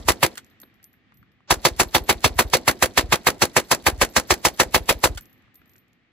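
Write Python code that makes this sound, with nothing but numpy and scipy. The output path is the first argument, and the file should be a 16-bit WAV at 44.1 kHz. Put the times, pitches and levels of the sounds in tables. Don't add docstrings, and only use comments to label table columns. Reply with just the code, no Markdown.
import sys
import numpy as np
from scipy import signal
from scipy.fft import rfft, irfft, next_fast_len
from scipy.io import wavfile
from scipy.ndimage import map_coordinates

SR = 44100
rng = np.random.default_rng(int(sys.argv[2]) if len(sys.argv) > 2 else 0)


def master(y):
    cut = np.clip(np.atleast_2d(y).T, -1, 1)
    pcm = np.round(cut * 32767)
    wavfile.write(sys.argv[1], SR, pcm.astype(np.int16))


def gain_from_decibels(decibels):
    exponent = np.asarray(decibels, float) / 20
    return 10 ** exponent


N = 269886
SPAN, PRE = SR // 4, SR // 32


def unit(x):
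    return x / np.sqrt(np.mean(x ** 2) + 1e-20)


def along(points, hz):
    f, v = np.transpose(points)
    return np.interp(np.log(hz + 1), np.log(f + 1), v)


def filtered(x, response):
    m = next_fast_len(x.shape[-1] + SR // 40)
    spectrum = rfft(x, m) * response(np.fft.rfftfreq(m, 1 / SR))
    return irfft(spectrum, m)[..., :x.shape[-1]]


def band(centre_hz, width_hz):
    return lambda f: 1j * f * width_hz / (centre_hz ** 2 - f * f + 1j * f * width_hz)


def tent(ms, db, start_ms, end_ms, up, down):
    climb = up * np.clip(start_ms - ms, 0, None)
    fall = down * np.clip(ms - end_ms, 0, None)
    return gain_from_decibels(db - climb - fall) ** 2


def add(track, s, sound):
    track[..., round(s * SR) + SPAN:][..., :sound.shape[-1]] += sound


def clack(db, body, t60, rise=.0004):
    t = np.arange(SR // 11) / SR
    fade = gain_from_decibels(db - 60 * t / t60) * np.clip((t[-1] - t) / 0.014, 0, 1)
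    fade *= (0.81 + 1.5 * np.exp(-t / .002)) * (1 - np.exp(-t / rise))
    return fade * unit(filtered(rng.standard_normal((2, len(t))), body))


# frequency in Hz, lead in radians.
PORT_LEAD = [(100, -1), (2000, 1), (3100, 1.04), (4000, 0.89), (4500, -0.04), (5000, 4), (7900, 5),
             (9000, 3), (12100, -3.5), (13500, -6), (15300, -10)]
# frequency in Hz, left over right in dB.
PORT_TILT = [(60, 0.0), (99, 0.0), (160, -0.5), (270, -0.5), (450, -1.5), (740, 0.0), (1220, 1.5),
             (2010, 1.0), (3330, -0.5), (5500, -3.5), (9080, -1.0), (15000, 0.0)]


def ports(pair, alike):
    m = next_fast_len(pair.shape[-1] + SR // 40)
    hz, z = np.fft.rfftfreq(m, 1 / SR), rfft(pair, m)
    turn = np.arccos(np.clip(along(alike, hz), -1, 1)) / 2
    mid, side = z[0] * np.cos(turn), z[1] * np.sin(turn)
    half = gain_from_decibels(along(PORT_TILT, hz) / 2) * np.exp(.5j * along(PORT_LEAD, hz))
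    return irfft(np.array([(mid + side) * half, (mid - side) / half]), m)[..., :pair.shape[-1]]


# frequency in Hz, level in dB per Hz.
GAS_COLOUR = [(70, -33), (120, -10), (250, -5), (490, -0.5), (900, -1.5), (1360, -4.5), (2000, -2.5),
              (3000, -7), (4080, -6), (7500, -10), (10800, -13), (13600, -14), (15800, -17.5)]
# frequency in Hz, likeness from 0 to 1.
GUN_ALIKE = [(200, .8), (1000, .6), (2500, .5), (5000, .65), (8000, .82), (13000, .9)]


def roar(same):
    count = len(SHOTS) + 1
    noise = rng.standard_normal((2, count, SPAN))
    noise = np.sqrt(1 - same) * noise + np.sqrt(same) * rng.standard_normal((2, 1, SPAN))
    turns, start = rng.random((count, 2)).T[..., None]

    def colour(hz):
        ripple_db = 1.8 * np.cos((2 + 3 * turns) * np.log(hz + 1) + 2 * np.pi * start)
        return gain_from_decibels(along(GAS_COLOUR, hz) + ripple_db)

    gas = ports(filtered(noise, colour), GUN_ALIKE)
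    low = filtered(gas, lambda hz: 1 / (1 + (hz / 1200) ** 2))
    ms = (np.arange(SPAN) - PRE) / SR * 1000
    after = ms > 0
    quiet_ms, quiet_down = 140, .5

    bright = tent(ms, -19.5, 0, 0, up=0.81, down=20)
    bright += tent(ms, -5, 0, 0, up=2.6, down=2.2)
    bright += after * tent(ms, 1, 5.5, 5.5, up=1.1, down=0.73)
    bright += after * tent(ms, -50, 0, quiet_ms, up=0, down=quiet_down)

    dull = tent(ms, -21, 0, 0, up=0.9, down=20)
    dull += after * tent(ms, -1, 14, 18, up=1.1, down=2.6)
    dull += after * tent(ms, -2.5, 4.5, 4.5, up=4, down=1.8)
    dull += after * tent(ms, -8.5, 37, 37, up=0.83, down=2.5)
    tail = tent(ms, -16, 0, 0, up=0, down=0.26)
    dull += after * tail * tent(ms, 0, 0, quiet_ms, up=0, down=quiet_down)
    return (np.sqrt(dull) * low + np.sqrt(bright) * (gas - low)) / gas.std()


# delay at left in ms, delay at right in ms, level in dB.
ECHOES = [(4.54, 3.9, -2), (6.5, 4.1, -14.5), (10.66, 9.6, -5.5), (13.2, 9.9, -21.5), (18.06, 17.2, -11.5),
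          (19.505, 19.1, 0.5), (22.58, 11, -4), (36.8, 50, -20), (53.1, 29, -24)]


def blast():
    t = np.arange(SPAN) / SR
    hz = 930 + 1150 / (1 + np.exp(np.clip((.0018 - t) / .00012, -30, 30)))
    hz += 3.8e5 * np.clip(t - .0022, 0, .006)
    fade = np.clip(t / .0003, 0, 1) * (.7 + .5 * np.exp(-(t / .002) ** 2)) * np.exp(-(t / .0046) ** 3)
    sweep = -np.sin(2 * np.pi * np.cumsum(hz) / SR) * fade
    push = (1 - t / 0.00048) * np.exp(-t / 0.00046) * np.clip(t / 0.0001, 0, 1)
    wave = np.array([sweep, np.roll(sweep, -2)]) * .64
    for left, right, db in ECHOES:
        for side, ms in enumerate((left, right)):
            wave[side] += gain_from_decibels(db + 1.5) * np.interp(t - ms / 1000, t, push, left=0)
    return np.pad(wave, ((0, 0), (18, 0)))[:, :SPAN]


# frequency in Hz, level in dB, time to fade by 60 dB in seconds.
STEEL = [(230, -9.5, .15), (339.7, -5.5, 0.37), (373.8, 2.5, 0.12), (502.7, 1.5, 0.12), (638, -3, 0.066),
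         (700, -2.5, 0.052), (837, 4.5, 0.099), (972, -4.5, 0.021), (979, 6, 0.071), (1070, -4.5, .06),
         (1470, -12, .05), (1840, -9.5, 0.029), (1930, -3.5, 0.067), (2440, -6.5, .05)]


def ringing():
    t, out = np.arange(SPAN // 2) / SR, 0
    for hz, db, t60 in STEEL:
        luck = rng.standard_normal((3, len(SHOTS) + 1, 1))
        size_db, detune, phase = luck * [[[3]], [[.012]], [[.5]]]
        turn = 2 * np.pi * (hz * (1 + detune) * t + rng.random()) + phase
        out = out + gain_from_decibels(db + size_db - 60 * t / min(t60, .2)) * np.sin(turn)
    return out * (1 - np.exp(-(t / .005) ** 2)) * np.clip((t[-1] - t) / .03, 0, 1)


def thud(db, hz, length):
    t = np.arange(SR // 10) / SR - np.array([[.0012], [0]])
    u = np.clip(t / length, 0, 12)
    cycles = hz * length * (.62 * u + 1.6 * (1 - np.exp(-u)))
    return gain_from_decibels(db) * u ** 2 * np.exp(2 - 2 * u) * np.sin(2 * np.pi * cycles)


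def boom(db):
    body = lambda f: band(260, 320)(f) ** 2 - .3 * band(720, 600)(f) ** 2
    return clack(db + rng.normal(0, 2), body, 0.34, rise=0.016)


def bolt_stop(rock_db):
    loss_db, still_db = .19, -50
    return clack(-23.5 - loss_db * (rock_db - still_db), band(3500, 12000), 0.03, rise=.0001)


# delay in ms, level in dB, centre in Hz, width in Hz,
# time to fade by 60 dB in seconds.
FEED = [
    (51.6, -43, 2500, 5000, .03),
    (75.5, -44, 4800, 7000, 0.042),
    (86, -44, 3800, 1600, 0.06),
    (95, -45, 4300, 2200, 0.05),
    (111, -41, 5000, 9000, 0.03),
    (123, -34, 6000, 13000, 0.015),
]


def feed(track, s):
    for ms, db, hz, width, t60 in FEED:
        body = lambda f: band(hz, width)(f) ** 2
        late = rng.normal(0, .002)
        add(track, s + ms / 1000 + late, clack(db + rng.normal(0, 2.5) - 6, body, t60, rise=.0015))


# start in seconds, peak level in dB.
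SEAR = [
    (0.3545, -35),
    (0.3732, -28),
    (0.377, -19.5),
    (5.1475, -44),
    (5.1735, -27),
    (5.1761, -20.5),
]
# frequency in Hz, width in Hz, level in dB.
LOCK = [(1460, 250, -3), (2190, 110, -2), (2870, 37, -5.5), (3705, 370, -5.5), (4336, 63, -11.5),
        (9000, 450, -5.5)]


def locking(track):
    def body(f):
        tones = sum((-1) ** k * gain_from_decibels(db) * band(hz, width)(f) for k, (hz, width, db) in enumerate(LOCK))
        return 0.24 * band(3000, 8000)(f) + tones

    for s, db in SEAR:
        add(track, s, clack(db - 8.5, body, 0.06))


# start in seconds, recoil thud in dB, stand rocking in dB, second rocking in dB.
SHOTS = [(0.0851, -21, -50, -56), (0.2293, -27, -55, -71), (1.5067, -23.5, -33.5, -45.5),
         (1.6512, -28, -30.5, -39.5), (1.798, -27.5, -34, -51), (1.9475, -24.5, -29.5, -53),
         (2.0927, -25.5, -33, -49), (2.2435, -17, -29.5, -28.5), (2.3896, -26.5, -26, -44.7),
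         (2.5354, -40, -47, -53), (2.6782, -25.5, -53, -55), (2.8244, -25.5, -50.5, -59),
         (2.9756, -24, -27, -32), (3.1233, -25, -49.5, -57), (3.2684, -33.5, -52, -50.5),
         (3.4194, -25, -52.5, -57), (3.5651, -27, -50, -60.5), (3.7136, -40.5, -54.5, -48.5),
         (3.8657, -22, -27.5, -31), (4.0143, -22, -45.5, -57), (4.164, -25, -50.5, -54.5),
         (4.3057, -21.5, -49, -57.5), (4.4508, -29, -46, -61), (4.5985, -29, -34, -45),
         (4.7446, -25, -30, -49), (4.8913, -27, -30.5, -55.5), (5.0386, -23.5, -25.5, -31)]
EARLIER = (-0.0605, -25.5, -36, -33)


def gun():
    out, steel = np.zeros((2, 2, N + 2 * SPAN))
    wave, rings, roars = blast(), ringing(), roar(same=.25)
    rows = [EARLIER, *SHOTS]
    for k, (s, recoil_db, rock_db, again_db) in enumerate(rows):
        if s - rows[k - 1][0] > .3:
            run_up = roars[:, k, :PRE - SR // 250]
            roars[:, k, :PRE - SR // 250] = filtered(run_up, lambda hz: 1 / (1 + (hz / 7000) ** 16))
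        add(out, s - PRE / SR, gain_from_decibels(-10) * roars[:, k])
        add(out, s, gain_from_decibels(-1.9 + rng.normal(0, .8)) * wave)
        add(out, s, gain_from_decibels(-25.5) * rings[k])
        add(out, s + 0.003, thud(recoil_db + 2, 72 + rng.normal(0, 12), 0.0095))
        add(steel, s + 0.033, boom(-34.5))
        add(steel, s + .034, bolt_stop(rock_db))
        feed(steel, s)
        add(out, s + .056, -thud(rock_db + 4.0, 54, 0.012))
        add(out, s + 0.11, thud(again_db + 3, 58, .013))
    locking(steel)
    return (out + ports(steel, GUN_ALIKE))[:, SPAN:SPAN + N]


def patchy(colour, db, depth_db, rate):
    noise = filtered(rng.standard_normal((2, N)), lambda hz: gain_from_decibels(along(colour, hz)))
    swell = map_coordinates(rng.standard_normal(N // 1000), [np.arange(N) / SR * rate])
    return gain_from_decibels(db + depth_db * swell) * unit(noise)


# quiet level in dB, dB above it at the shot, settling time in seconds.
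HILLS = [
    (-70, 23, .33),
    (-73, 13, 1),
    (-99, 46, .3),
]
# frequency in Hz, level in dB per Hz.
RUMBLE = [(15, -51.5), (25, -21.5), (59, -9.5), (110, -2), (145, -7), (243, -1), (700, -21.5), (910, -57),
          (1540, -120)]
WASH = [(290, -35.5), (500, -7.5), (562, -13.5), (776, -5.5), (955, -13.5), (1190, -5), (1480, -8),
        (1890, -0.5), (2160, -3.5), (3520, -11.5), (7660, -35), (8720, -44.5), (11000, -43.5), (14300, -72),
        (22000, -120)]
HISS = [(2500, -31.5), (4000, 0.5), (8000, -5.5), (9500, -16), (12200, -18), (13100, -5.5), (14500, -29)]
GUST = [(20, -36), (45, -6), (90, 0), (200, -3), (330, -9), (600, -60)]
# time in seconds, strength in dB.
BREEZE = [
    (0.45, -69),
    (1.05, -65.5),
    (1.45, -67),
    (5.3, -66),
    (5.7, -70),
    (6.12, -75),
]


def hills():
    at, shots = np.arange(N) / SR, np.array([EARLIER[0], *np.transpose(SHOTS)[0]])
    since = at - shots[np.searchsorted(shots, at) - 1]
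    layers = patchy(GUST, np.interp(at, *np.transpose(BREEZE)), depth_db=3, rate=25)
    for colour, (quiet_db, over_db, settle), depth_db in zip((RUMBLE, WASH, HISS), HILLS, (1.6, .8, 1.5)):
        layers = layers + patchy(colour, quiet_db + over_db * np.exp(-since / settle), depth_db, rate=18)
    return ports(layers, [(100, .95), (3000, 0.22)])


# start in seconds, peak level in dB, ring share in dB.
CASES = [(0.4456, -43, -21.5), (0.4643, -53, -13.5), (0.4997, -55, -8), (0.601, -39.5, -8.5),
         (0.616, -37.5, -7.5), (1.3184, -62, -15), (0.7416, -57, -11.5), (0.8287, -48, -4.5),
         (0.8416, -35, -11.5), (0.9302, -55, -5.5), (1.1421, -57, -3), (1.1718, -55, -0.5),
         (5.2091, -38, -9), (5.221, -46.5, -9), (5.2557, -41.5, -15), (5.2968, -64.5, 4.5),
         (5.3289, -53, -5), (5.3782, -62, -6), (5.4226, -57.5, -24), (5.5433, -55, 2), (5.5557, -45, -4.5),
         (5.6575, -56, -10), (5.6767, -62.5, 0), (5.6949, -50, -8), (5.7152, -57.5, -6.5),
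         (5.7346, -50.5, -7.5), (5.7622, -45, -19), (5.7809, -48.5, -9), (5.8814, -61, -17),
         (5.931, -54.5, -20)]
# start in seconds, peak level in dB, pitch in Hz, thump in dB.
PEBBLES = [(0.631, -46.5, 895, 4), (0.633, -44.5, 1260, -0.5), (0.699, -60.5, 2050, -3),
           (0.8, -54, 1840, -18.5), (0.939, -54.5, 1780, -16.5), (1.121, -47, 1400, -17),
           (1.228, -48, 1270, -8), (1.405, -56, 1040, -13.5), (5.479, -56, 1148, -11.5),
           (5.616, -48, 1650, -14), (5.756, -49, 1810, -8)]
# start in seconds, peak level in dB, pitch in Hz, thump in dB.
CLINKS = [
    (0.633, -48, 3750, 3),
    (.511, -59, 3900, -20),
]


def brass():
    out, t = np.zeros((2, N + 2 * SPAN)), np.arange(SPAN // 2) / SR
    drops = []
    for s, db, ring_db in CASES:
        tick_hz = 3300 + 115 * (db + 59.5)
        drops.append((s, db, 12700 + 700 * rng.random(), ring_db, tick_hz))
    for row in SHOTS:
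        a, b, c = rng.random(3)
        drops.append((row[0] + 0.071 + .09 * a, -58 + 14 * b, 12600 + 800 * c, -2, 7000))
    for s, db, hz, ring_db, tick_hz in drops:
        near = rng.choice([12300, 12700, 12950, 13300, 13550], size=2)
        tumble = np.cumsum(rng.normal(0, .035, (3, len(t))), axis=1)
        ring = gain_from_decibels(-60 * t / .15) * np.sin(2 * np.pi * hz * t + tumble[0])
        for f, p in zip(near, tumble[1:]):
            ring += gain_from_decibels(rng.normal(-4, 3) - 60 * t / .08) * np.sin(2 * np.pi * f * t + p)
        add(out[0], s, gain_from_decibels(db + ring_db + 1) * ring * np.clip((t[-1] - t) / .03, 0, 1))
        add(out, s, clack(db - 8.5, lambda f: band(tick_hz + 1500, 6500)(f) ** 2, 0.013))
    for s, db, hz, thump_db in [*PEBBLES, *CLINKS]:
        add(out, s, clack(db - 4.5, lambda f: band(hz, 900)(f) ** 2, 0.039))
        add(out, s, clack(db + thump_db - 4.5, lambda f: band(300, 200)(f) ** 2, 0.061))
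    return ports(out, [(300, 0.42), (13000, 0.23)])[:, SPAN:SPAN + N]


def scene():
    return gun() + hills() + brass()


def roll_off(x):
    return signal.sosfilt(signal.butter(12, 15800, fs=SR, output="sos"), x)


# frequency in Hz, width in Hz, depth in dB.
PORT_DIPS = [(11880, 400, -16), (15050, 420, -16), (9000, 500, -2)]


def record(dry):
    x = dry / (1 + np.abs(dry / 1.25) ** 4) ** .25
    x = signal.sosfilt(signal.butter(2, 32, "highpass", fs=SR, output="sos"), x)

    def response(hz):
        dips_db = sum(db * np.exp(-((hz - c) / w * 2) ** 2) for c, w, db in PORT_DIPS)
        return gain_from_decibels(dips_db - 60 * np.clip((hz - 15780) / 150, 0, 1) ** 2)

    mix = np.clip(filtered(x, response), -1, 1)
    return roll_off(mix)


dry = scene()
out = record(dry)
master(out)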